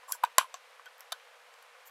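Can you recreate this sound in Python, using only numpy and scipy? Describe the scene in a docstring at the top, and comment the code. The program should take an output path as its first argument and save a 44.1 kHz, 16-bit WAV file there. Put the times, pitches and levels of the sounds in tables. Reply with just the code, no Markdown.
"""A quiet workshop, where a gloved hand twirls a long T-handled key on a motorbike bolt.
The steel tip knocks and ticks in its socket, ringing the key and the parts around it, and the
shaft bumps dully. The tip scrapes once and squeaks twice as it binds and slips; at the end the
glove rustles on the handle. A microphone with no bass hears it all over a steady hiss."""
import sys
import numpy as np
from scipy import signal
from scipy.fft import rfft, irfft
from scipy.io import wavfile
from scipy.ndimage import uniform_filter1d

SR = 44100
rng = np.random.default_rng(int(sys.argv[2]) if len(sys.argv) > 2 else 0)


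def transcribe(signal):
    """Save signal, clipped to [-1, 1], as a 16-bit WAV file at the path in sys.argv[1]."""
    frames = np.atleast_2d(signal).T
    limited = np.clip(frames, -1, 1)
    pcm = np.round(limited * 32767).astype(np.int16)
    wavfile.write(sys.argv[1], SR, pcm)


N = 83790


def amp(db):
    return 10 ** (np.asarray(db) / 20)


def unit_rms(x):
    return x / np.sqrt(np.mean(x ** 2))


def curve_at(hz, points_hz, values):
    """Read a curve drawn on a log-frequency axis."""
    return np.interp(np.log(hz), np.log(points_hz), values)


def resonate(x, hz, width_hz):
    """Two passes through one resonance: steep skirts, gain 1 at the centre."""
    b, a = signal.iirpeak(hz, hz / width_hz, fs=SR)
    return signal.lfilter(b, a, signal.lfilter(b, a, x))


def noisy_modes(noise, hz, relative_width):
    """Blur each mode into a band of noise around its pitch."""
    return np.array([unit_rms(resonate(row, f, relative_width * f)) for row, f in zip(noise, hz[:, 0])])


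def add(out, start_s, x):
    i = int(start_s * SR)
    out[i:i + len(x)] += x[:len(out) - i]


def decay(t, t60):
    return np.exp(-np.log(1000) * t / t60)


def tip_taps():
    """The tip strikes its socket: the modes crackle while steel touches steel, then ring and rattle."""
    # Each row: start in seconds, level in dB, ten band gains in dB, pitch factor for the low modes,
    # ring length factor, contact time in seconds, rattle gain in dB.
    strikes = [(0.1206, -20, -42, -36, -22.5, -32, -38, -13.5, -16, -7, -16.5, -40, 0.93, 1, 0.0043, -6.5),
               (0.2357, -27, -26, -16.5, -26, -44, -15.5, -30, -42, -9.5, -28, -19, 1.06, 1, 0.0023, -14),
               (.2380, -20, -18, -4, -12, -9, -23.5, -21.5, -22.5, -17, -47, -51, .95, 0.55, 0.0021, -11.5),
               (0.248, -34.5, -17.5, -13, -32, -30, -9.5, -19, -5.5, -16, -26, -31, 0.76, 1, 0.0035, -11),
               (0.382, -1, -17, -15.5, -20, -18, -17.5, -20.5, -15, -11.5, -28, -45, .99, 0.65, 0.0023, -11.5),
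               (0.541, -31.5, -11.5, -13.5, -22.5, -20, -18.5, -12, -6, -47, -31, -39, 1.06, 1, 0.0024, -4.5),
               (.7960, -46.5, -3, 4.5, -8.5, -28, -17, -34, -20, -16, -42, -34, 1.16, 0.27, 0.00082, -18),
               (0.8576, -41.5, -17, -15, -12.5, -16, -18, -18.5, -13, -43, -24, -44, 0.85, 0.69, 0.0019, -5),
               (.9220, -64, -7, -20, 3, -27, -19, -17, -22, -36, -30, -47, 1.01, 0.42, 0.0028, -20),
               (0.981, -46.5, -32, -9, -12, -18, -30, -22, -14, -23, -9, -28, 1.5, 0.46, 0.00094, -17),
               (.9960, -60, -18, -14, -5, -14, -20, -23, -25, -18, 5, -21, 1.07, 0.51, 0.0011, -14),
               (1.006, -38.5, -18, -14.5, -19, -8.5, -42, -10, -13.5, -20, -13, -30, 1.05, 0.47, 0.0016, -10),
               (1.1202, -28.5, -21.5, -13, -14, -30.5, -9, -14, -15, -14, -25, -36, 1.012, 0.68, 0.0078, -7.5),
               (1.198, -51.5, -17, -13, -16, -5, -10, -18, -22, -23, -30, -33, 1.5, 0.58, 0.0018, -19),
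               (1.5390, -51, -24, -17, -12, -1, -28, -10, -13, -22, -28, -40, 1.2, .6, 0.0031, -24),
               (1.5870, -55, -36, -10, -28.5, -12, -13, -20, -12, -19, -34, -27, 1.02, 0.52, 0.0029, -19),
               (1.6240, -51.5, -34, -18, -14.5, -18, -23, -18, -15, -12, -20, -36, 1.3, 0.89, 0.0054, -13)]
    # The centres of those ten bands in Hz.
    bands_hz = [730, 1100, 1600, 2300, 3500, 5200, 7200, 10300, 12300, 14500]
    # The modes of key and parts. Each row: base pitch in Hz, gain in dB, base t60 in seconds.
    modes = [(677.7, 2, .04), (1009, 3.24, 0.041), (1250, -6.5, 0.0083), (1474, -6.5, 0.15),
             (1587, -2, 0.032), (1977, -13.5, 0.029), (2429, -4.5, .03), (2782, -7.5, 0.034),
             (3086, -2, .04), (3617, -7, 0.035), (3950, -4.5, .022), (4550, -4, .025), (5300, -5, .025),
             (6050, -1, 0.033), (6574, -10.5, 0.024), (7590, -1, 0.013), (8920, -12, 0.0091),
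             (10620, 0.5, 0.0072), (12470, 7.5, .018), (14000, 12, .012)]
    # The colour of the rattle. Each row: frequency in Hz, gain in dB, t60 in seconds.
    rattle_curve = [(700, -7.5, 0.086), (1100, -3.4, 0.15), (1600, 10, 0.088), (3200, -1.45, 0.13),
                    (7000, -9.5, 0.12), (12000, -11, 0.14)]
    rise_s, rattle_rise_s, scatter_db, detune = 0.00063, 0.005, 4.5, 0.012
    out, t = np.zeros(N), np.arange(6000) / SR
    hz, mode_db, t60 = np.array(modes).T[:, :, None]
    low, clean, glassy = hz < 1400, hz < 1800, hz > 5000
    tail_hz, tail_db, tail_t60 = np.array(rattle_curve).T
    tail_age = t / curve_at(hz, tail_hz, tail_t60)
    rattle_envelope = (1 - np.exp(-t / rattle_rise_s)) * decay(tail_age ** 0.94, 1)
    attack = 1 - np.exp(-(t / rise_s) ** 2)
    for start, level_db, *bands_db, pitch, length, contact_s, rattle_db in strikes:
        level_draw, phase_draw, pitch_draw = rng.standard_normal((3, len(hz), 1))
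        noise = rng.standard_normal((len(hz), len(t)))
        tuned_hz = hz * np.where(low, pitch, np.where(glassy, 1 + detune * pitch_draw, 1))
        phase = np.where(clean, 0, 9 * phase_draw)
        ring = np.sin(2 * np.pi * tuned_hz * t + phase) * amp(scatter_db * level_draw - 7 * glassy)
        ring *= decay(np.maximum(t - contact_s, 0), t60 * length)  # held until the contact ends
        crackle = noisy_modes(noise, tuned_hz, relative_width=0.27) * amp(np.where(clean, 0.5, -1.5))
        crackle *= np.exp(-(t / contact_s) ** 4)
        rattle = noisy_modes(noise, tuned_hz, relative_width=0.14) * rattle_envelope
        rattle *= amp(rattle_db + curve_at(hz, tail_hz, tail_db))
        balance = amp(mode_db + curve_at(hz, bands_hz, bands_db))
        tap = np.sum(balance * (ring + crackle + rattle), axis=0)
        add(out, start, amp(level_db + 1) * attack * tap)
    return out


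def shaft_bumps():
    """Each bump of the shaft sounds one dull, quickly damped ring."""
    # Each row: start in seconds, level in dB, pitch in Hz, t60 in seconds.
    bumps = [(0.031, -50, 1023, 0.1), (.082, -42.5, 1095, 0.07), (0.093, -37, 965, 0.035),
             (.102, -32.5, 1036, 0.023), (0.111, -31.5, 1066, 0.027), (0.15, -41, 964, 0.057),
             (0.2284, -39, 1046, 0.12), (0.2355, -16, 1240, 0.025), (0.3825, -6.5, 1062, 0.027),
             (0.412, -16, 1130, 0.01), (.429, -32.5, 999, 0.041), (0.443, -35.5, 1037, 0.058)]
    rise_s = 0.0007
    out, t = np.zeros(N), np.arange(4000) / SR
    attack = 1 - np.exp(-(t / rise_s) ** 2)
    for start, level_db, hz, t60 in bumps:
        add(out, start, amp(level_db) * attack * decay(t, t60) * np.sin(2 * np.pi * hz * t))
    return out


def tip_squeaks():
    """The tip binds and slips: a short held tone with a fading overtone."""
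    # Each row: start and length in seconds, pitch in Hz, level in dB, overtone gain in dB.
    squeaks = [(0.127, .018, 1516, -51, 6), (0.862, .019, 1487, -45.5, -2)]
    edge_s, overtone_ratio = 0.0026, 2.15
    out = np.zeros(N)
    for start, length, hz, level_db, overtone_db in squeaks:
        t = np.arange(int(length * SR)) / SR
        gate = np.clip(np.minimum(t, length - t) / edge_s, 0, 1)
        phase = 2 * np.pi * hz * t
        overtone = amp(overtone_db) * decay(t, t60=0.061) * np.sin(overtone_ratio * phase)
        add(out, start, amp(level_db) * gate * (np.sin(phase) + overtone))
    return out


def scrape_and_rustle():
    """Gritty friction through high resonances: the key in its socket, later the glove on the handle."""
    # Two envelopes, key then glove. Each point: time in seconds, level in dB.
    envelopes = [
        [(.075, -71), (.09, -50.5), (.105, -52.5), (.118, -46), (.135, -46.5), (.155, -49.5), (.175, -81)],
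        [(1.845, -94), (1.855, -63), (1.876, -54), (1.89, -65), (1.9, -68)],
    ]
    # The resonances of key and glove. Each row: centre in Hz, width per pass in Hz, gain in dB.
    key_rings = [(7400, 900, 10.7), (10400, 3900, 5.5), (11600, 1500, -16), (6000, 2900, -0.5),
                 (14500, 2600, -2)]
    glove_rings = [(12910, 2500, 5.5), (10700, 1200, -5), (7210, 2000, 0.5)]
    grit_db, grain_samples = 0.8, 64
    out, t = np.zeros(N), np.arange(N) / SR
    for envelope, rings in zip(envelopes, (key_rings, glove_rings)):
        noise = rng.standard_normal(N)
        grains = np.repeat(rng.standard_normal(N // grain_samples + 1), grain_samples)[:N]
        grit = noise * amp(grit_db * grains)
        friction = unit_rms(sum(amp(db) * resonate(grit, hz, width) for hz, width, db in rings))
        times, levels_db = np.array(envelope).T
        out += amp(np.interp(t, times, levels_db, left=-120, right=-120)) * friction
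    return out


def room_hiss():
    """A steady bed of room and microphone noise that flickers a little."""
    # The colour of the hiss. Each row: frequency in Hz, relative spectral density in dB.
    spectrum = [(88, -68), (150, -34), (183, -55.5), (227, -26.5), (317, -39.5), (378, -28.5), (479, -1),
                (571, -6.5), (1140, -4.5), (1530, -6), (2500, -8.5), (5930, -21), (12000, -27),
                (15300, -37), (16500, -55)]
    level_db, flicker_db = -57.5, 0.44
    flicker = unit_rms(uniform_filter1d(rng.standard_normal(N), size=600))
    noise = amp(flicker_db * flicker) * rng.standard_normal(N)
    hz = np.maximum(np.fft.rfftfreq(N, 1 / SR), 1)
    colour = amp(curve_at(hz, *np.array(spectrum).T))
    return amp(level_db) * unit_rms(irfft(rfft(noise) * colour, N))


def scene():
    """Close sounds round off at the microphone's ceiling and lose their bass; the hiss lies beneath."""
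    ceiling, low_cut_hz = 1.05, 467
    close = tip_taps() + shaft_bumps() + tip_squeaks() + scrape_and_rustle()
    rounded = ceiling * np.tanh(close / ceiling)
    low_cut = signal.butter(4, low_cut_hz, "high", fs=SR, output="sos")
    return (signal.sosfiltfilt(low_cut, rounded) + room_hiss())[None]


def record(dry):
    """A steep low-pass takes off the very top."""
    top_hz = 16000
    return signal.sosfilt(signal.ellip(8, .2, 70, top_hz, fs=SR, output="sos"), dry)


dry = scene()
out = record(dry)
transcribe(out)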